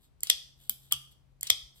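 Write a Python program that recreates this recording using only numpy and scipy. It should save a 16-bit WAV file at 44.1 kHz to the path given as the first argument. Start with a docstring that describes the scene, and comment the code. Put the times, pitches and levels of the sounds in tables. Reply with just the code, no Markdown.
"""Fingers rub the handle of a folding knife, close by in a small room, and then the blade is flicked open.
The detent clicks free, the blade slides round its pivot and slams into the lock, and the knife rings.
The lock is pushed free with a click, the blade drops shut with a small rebound, and it is flicked open again.
Clicks are shaped noise bursts plus fading sine tones; rubbing and sliding are grainy noise; bumps are low tones.
A faint hum, rumble and hiss lie underneath throughout."""
import sys
import numpy as np
from scipy import signal
from scipy.fft import rfft, irfft
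from scipy.io import wavfile
from scipy.ndimage import uniform_filter1d

SR = 44100
rng = np.random.default_rng(int(sys.argv[2]) if len(sys.argv) > 2 else 0)


def master_out(mix):
    """Clip the mix to full scale and print it as 16-bit PCM to the path in sys.argv[1]."""
    frames = np.transpose(np.atleast_2d(mix))
    ceiling = np.clip(frames, -1, 1)
    pcm = np.round(ceiling * 32767).astype(np.int16)
    wavfile.write(sys.argv[1], SR, pcm)


N = 79380  # length of the scene (samples)
HZ = np.fft.rfftfreq(2 * N, 1 / SR)  # frequencies of the filters
T = np.arange(SR * 3 // 4) / SR  # time inside one event (s)
CRACK_RISE_S, RING_RISE_S, RING_DELAY_S = 0.00071, 0.00084, 0.00017


def amp(db):
    """Turn decibels into a gain."""
    return 10 ** (np.asarray(db) / 20)


def along(points, hz):
    """Read a curve of (Hz, value) points, with straight lines on a log frequency axis."""
    f, v = np.transpose(points)
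    return np.interp(np.log(hz + 1), np.log(f + 1), v)


def fade(t60, t=T):
    """Die away exponentially, by 60 dB in t60 seconds."""
    return 1000. ** (-t / t60)


def rise(rise_s):
    """Swell smoothly from silence to full level."""
    return 1 - np.exp(-(T / rise_s) ** 2)


def filtered(x, gain):
    """Multiply the spectrum of x by a frequency response."""
    return irfft(rfft(x, 2 * N) * gain)[..., :N]


def causal(db):
    """Make a minimum-phase filter with these levels, so that nothing sounds before the blow."""
    cepstrum = irfft(db * np.log(10) / 20)
    cepstrum[1:N] *= 2
    cepstrum[N + 1:] = 0
    return np.exp(rfft(cepstrum))


def noise(colour):
    """Make steady coloured noise of rms 1."""
    x = filtered(rng.standard_normal(N), amp(along(colour, HZ)))
    return x / x.std()


def add(track, s, x):
    """Mix x into the track at time s."""
    part = track[round(s * SR):][:len(x)]
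    part += x[:len(part)]


def crack(colour, t60, tilt_db=0):
    """Make a contact: a burst of micro-impacts, with the energy of one millisecond at rms 1."""
    envelope = fade(t60) * rise(CRACK_RISE_S)
    burst = rfft(rng.standard_normal(len(T)) * envelope, 2 * N)
    # even out the random peaks of the spectrum, then colour it
    even = irfft(burst / np.sqrt(abs(burst) + 1e-9))[:len(T)]
    even = even * (envelope > 1e-4)
    tilt = tilt_db * np.log2((HZ + 200) / 8000)
    x = filtered(even, causal(along(colour, HZ) + tilt))
    return x / np.sqrt(np.sum(x ** 2) * 1000 / SR)


def ring(modes, rise_s, scatter_db=1):
    """Sum damped vibrations, neighbours in opposite phase, with levels a little different at each blow."""
    x = np.zeros(len(T))
    for k, (hz, db, t60) in enumerate(modes):
        level = amp(db + scatter_db * rng.standard_normal())
        x += (-1) ** k * level * fade(t60) * np.sin(2 * np.pi * hz * T)
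    return x * rise(rise_s)


def slams(rows, colour, t60, modes):
    """Steel hits steel: a crack, and just after it the metal rings."""
    x = np.zeros(N)
    for s, crack_db, ring_db in rows:
        add(x, s, amp(crack_db) * crack(colour, t60))
        add(x, s + RING_DELAY_S, amp(ring_db) * ring(modes, RING_RISE_S))
    return x


def openings():
    """The lock bar catches, then the blade slams open into the lock and rings on."""
    # Each row: start in seconds, crack level in dB, ring level in dB.
    opens = [(0.2997, -9.5, -3.5), (1.501, -9.5, -4.5)]
    # Colour of the crack. Each row: frequency in Hz, relative level in dB.
    colour = [(150, -52.5), (450, -28), (1600, -10), (3200, 12.5), (3900, 6), (5200, -0.5), (6500, 6.5),
              (7500, 5.5), (9300, -1.5), (12000, 5.5), (13800, -1), (15500, -10.5), (16900, -24)]
    # Short tones of the open knife. Each row: frequency in Hz, relative level in dB, 60 dB decay in seconds.
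    short_modes = [(480, -29, .012), (720, -25, .01), (1300, -21, .009), (2130, -16, .01), (3230, -1, .015),
                   (3440, -1, .014), (4420, -7, .011), (5060, -7, .01), (5750, -13, .012)]
    # Lasting tones of the open blade. Each row: frequency in Hz, level in dB relative to lasting_db.
    lasting = [(3212, 0), (3305, 0), (3390, -4), (3436, -2), (4173, -11), (4408, -6), (4914, -5),
               (5214, -11), (5830, -6), (8506, -12)]
    lasting_db, lasting_t60 = -40, 0.38
    crack_t60 = .011  # (s)
    lead_s, lead_db = .0015, -4  # the lock bar catches just before the blade meets its stop

    modes = short_modes + [(hz, db + lasting_db, lasting_t60) for hz, db in lasting]
    x = slams(opens, colour, crack_t60, modes)
    for s, crack_db, _ in opens:
        add(x, s - lead_s, amp(crack_db + lead_db) * crack(colour, crack_t60))
    return x


def shutting():
    """The blade drops into the handle and rebounds: two blows that ring the closed knife."""
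    # Each row: start in seconds, crack level in dB, ring level in dB.
    shuts = [(.9224, -12.5, -9.5), (.9316, -27, -38)]
    # Colour of the crack. Each row: frequency in Hz, relative level in dB.
    colour = [(200, -34), (700, -18), (1500, -17), (3000, -10.5), (6000, 0.5), (9000, -0.5), (11000, 5),
              (13000, 1.5), (15300, -1.5), (17000, -23.5)]
    # Tones of the closed knife. Each row: frequency in Hz, relative level in dB, 60 dB decay in seconds.
    modes = [(1190, -24, .04), (1370, -36, .08), (2930, -6, .016), (3100, -7, .014), (3280, 1, .017),
             (5650, -10, .008), (2925, -40, .4), (3080, -39, .4), (3235, -37, .42), (3330, -40, .4)]
    return slams(shuts, colour, .009, modes)  # crack decay in seconds


def unlocking():
    """The lock bar is pushed free: a crack, and the bar rings in the open knife."""
    # Each row: start in seconds, crack level in dB, ring level in dB.
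    unlocks = [(0.6951, -14, -13)]
    # Colour of the crack. Each row: frequency in Hz, relative level in dB.
    colour = [(200, -31.5), (1000, -35.5), (3000, -20.5), (5700, -19), (6600, -12.5), (8200, -13.5),
              (9400, -17.5), (10700, -3), (12300, -0.5), (13800, -17.5), (15100, -13), (16800, -42.5)]
    # Tones of the lock bar. Each row: frequency in Hz, relative level in dB, 60 dB decay in seconds.
    modes = [(637, -35.5, 0.024), (3125, -22, 0.058), (3360, -14.5, 0.022), (4650, -28, 0.03),
             (5960, -30, 0.0026), (15035, -24, .13)]
    return slams(unlocks, colour, .006, modes)  # crack decay in seconds


def catches():
    """Small clicks: a finger slips on the flipper, the detent lets go, its ball rides off the swinging blade."""
    # Flipper and detent. Each row: start in seconds, level in dB, handle knock in dB relative to that level,
    # treble tilt in dB per octave.
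    ticks = [(0.2056, -42.5, -22, -6), (0.233, -17, -15, 1.5), (1.4098, -32, -32.5, -2.5),
             (1.4301, -20.5, -10.5, -0.5)]
    # Detent ball. Each row: start in seconds, level in dB.
    ball = [(0.2699, -31.5), (0.2735, -45.5), (1.4687, -30.5), (1.4726, -29.5)]
    # Colours of the two kinds of click. Each row: frequency in Hz, relative level in dB.
    tick_colour = [(120, -43.5), (320, -35), (1500, -40), (4000, -17.5), (6300, -7.5), (7400, 4.5),
                   (9000, -8.5), (11800, 2), (13800, -5.5), (15500, -13.5), (16900, -30)]
    ball_colour = [(400, -23.5), (2000, -17.5), (3200, 3.5), (5600, 2), (7000, -0.5), (8700, -4.5),
                   (12000, -11.5), (15000, -4.5), (17000, -33.5)]
    # Dull tones of the hand-held handle, and tones of the detent.
    # Each row: frequency in Hz, relative level in dB, 60 dB decay in seconds.
    handle_modes = [(600, -19, .014), (1250, -12, .01), (2100, 0, .011), (3220, -1, .014), (4450, 1, .012),
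                    (5150, -3, .01), (7300, 4, .009)]
    ball_modes = [(3919, -12, 0.045), (5500, -2.5, .015), (9120, -14.5, .1)]
    tick_t60, ball_t60 = .0065, .016  # (s)

    x = np.zeros(N)
    for s, db, knock_db, tilt_db in ticks:
        add(x, s, amp(db) * crack(tick_colour, tick_t60, tilt_db))
        add(x, s, amp(db + knock_db) * ring(handle_modes, CRACK_RISE_S))
    for s, db in ball:
        add(x, s, amp(db) * crack(ball_colour, ball_t60))
        add(x, s, amp(db) * ring(ball_modes, CRACK_RISE_S))
    return x


def friction(grain_db=3):
    """Skin rubs on the handle and the blade slides round its pivot: noise with a random, grainy level."""
    # Finger rubs. Each row: middle in seconds, half length in seconds, level in dB.
    rub_rows = [(0.041, 0.03, -68.5), (0.636, 0.048, -63), (0.853, 0.043, -63.5), (1.122, 0.012, -64),
                (1.779, 0.024, -61.5)]
    # Blade slides. 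Each row: start in seconds, end in seconds, level in dB.
    swing_rows = [(0.227, 0.311, -54.5), (0.911, 0.943, -42), (1.422, 1.526, -52.5)]
    # Colours of the two noises. Each row: frequency in Hz, relative level in dB.
    rub_colour = [(300, -10.5), (2300, -17), (3300, 4), (5500, -13), (8000, -1.5), (10000, -6.5),
                  (12200, 0.5), (14000, -14.5), (15400, -8.5), (17000, -44.5)]
    swing_colour = [(400, -20.5), (2000, -9), (3200, 8), (6000, -23), (8600, -4), (10000, -13.5),
                    (12000, -9), (15500, -14), (17000, -38.5)]

    t = np.arange(N) / SR
    # a new random level 400 times a second
    grain = amp(grain_db * np.interp(t, np.arange(800) / 400, rng.standard_normal(800)))
    rubs = sum(amp(db) * np.exp(-((t - s) / half) ** 2) for s, half, db in rub_rows)
    swings = sum(amp(db) * ((t > start) & (t < end)) for start, end, db in swing_rows)
    swings = uniform_filter1d(swings, size=200)  # soften the ends
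    return grain * (rubs * noise(rub_colour) + swings * noise(swing_colour))


def bumps():
    """Soft low thuds that go with the hand's movements: single damped tones that rise slowly."""
    # Each row: start in seconds, frequency in Hz, level in dB before the left-right balance,
    # 60 dB decay in seconds.
    bump_rows = [(0.304, 71.7, -66, 0.53), (0.694, 220, -51, .09), (.924, 137, -53.5, 0.74),
                 (.93, 72, -51.5, .2), (1.501, 85, -39, 0.096), (1.625, 49, -42.5, 0.16)]
    x = np.zeros(N)
    for s, hz, db, t60 in bump_rows:
        add(x, s, ring([(hz, db, t60)], rise_s=.012))
    return x


def background():
    """A low steady-pitched hum over rumble and hiss, which are low-heavy noise partly shared by both sides."""
    # Hum level. Each row: time in seconds, rms level in dB before the left-right balance.
    hum_level = [(0, -78.5), (.4, -70.5), (.9, -66), (1.0, -69), (1.2, -67.5), (1.8, -70.5)]
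    # Colour of rumble and hiss. Each row: frequency in Hz, relative level in dB.
    floor_colour = [(20, -15.5), (42, 8), (68, 4), (100, -1), (200, -9.5), (400, -17), (800, -20),
                    (1600, -27), (3200, -30), (8000, -38), (13000, -40), (17000, -65.5)]
    hum_hz, hum_phase = 135.2, .7  # phase of right over left (rad)
    floor_db, side_db = -68, -1.5  # shared noise; opposite-sided noise relative to it

    t = np.arange(N) / SR
    level = np.sqrt(2) * amp(np.interp(t, *np.transpose(hum_level)))
    hum = level * np.sin(2 * np.pi * hum_hz * t + np.array([[0], [hum_phase]]))
    side = amp(side_db) * np.outer([1, -1], noise(floor_colour))
    return hum + amp(floor_db) * (noise(floor_colour) + side)


def room(x):
    """Dense early echoes from near walls, then a diffuse tail: fading noise, different on each side."""
    # Decay of the tail. Each row: frequency in Hz, 60 dB decay in seconds.
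    decay = [(200, .4), (1200, .5), (3300, 0.41), (6000, 0.48), (12000, .36), (16000, 0.69)]
    # Colour of the echoes. Each row: frequency in Hz, gain in dB.
    colour = [(200, -0.5), (900, 1.5), (1350, 1), (2400, -1), (3300, 0.5), (5000, 4.5), (6600, -5.5),
              (8500, -1), (12800, -7), (14300, -16), (17000, -18)]
    level_db, early_db, early_t60, onset_s = -10, 9, 0.1, .007

    # let each frequency band of the noise fade at its own rate
    hz, t, bands = signal.stft(rng.standard_normal((2, len(T))), SR, nperseg=256)
    bands = bands * fade(along(decay, hz)[:, None], t)
    tail = signal.istft(bands, SR, nperseg=256)[1][:, :len(T)]
    tail = tail * (1 + amp(early_db) * fade(early_t60)) * rise(onset_s)
    wet = signal.fftconvolve(x[None], tail / np.linalg.norm(tail[0]), axes=1)[:, :N]
    return amp(level_db) * filtered(wet, amp(along(colour, HZ)))


def near(x):
    """The knife is close and off centre: left and right hear it with different phase and level."""
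    # Each row: frequency in Hz, phase of left over right in radians.
    phase = [(0, 0), (600, .9), (2100, 1), (2650, 2.6), (3300, 2.3), (4450, 1.7), (5100, -1), (5600, -2.3),
             (6500, -3.14), (7500, -5.1), (10300, -9.42), (14000, -15.7), (17500, -21)]
    # Each row: frequency in Hz, level of left over right in dB.
    pan = [(600, 0), (1300, 4), (2100, 0), (3300, 3.5), (4500, 5), (6000, 2), (9000, 0), (15000, -1)]
    # half of each difference goes to either side
    turn = np.exp(.5j * np.interp(HZ, *np.transpose(phase))) * amp(along(pan, HZ) / 2)
    return filtered(x, np.array([turn, 1 / turn]))


def placed(x, room_db):
    """Add the room's answer, raised by room_db, to the direct sound."""
    return near(x) + amp(room_db) * room(x)


def scene():
    """Mix the knife in its room with the hand's bumps and the background."""
    knife = placed(openings(), room_db=0.5)
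    knife = knife + placed(shutting(), room_db=0.0)
    knife = knife + placed(unlocking(), room_db=0.9)
    knife = knife + placed(catches(), room_db=0.5)
    knife = knife + placed(friction(), room_db=5)
    balance = amp([[1.4], [-1.4]])  # left up, right down (dB)
    return knife + (bumps() + background()) * balance


def record(dry):
    """Round off peaks near full scale and keep nothing from 17 kHz up."""
    rounded = dry / (1 + dry ** 6) ** (1 / 6)
    return filtered(rounded, HZ < 17000)


dry = scene()
out = record(dry)
master_out(out)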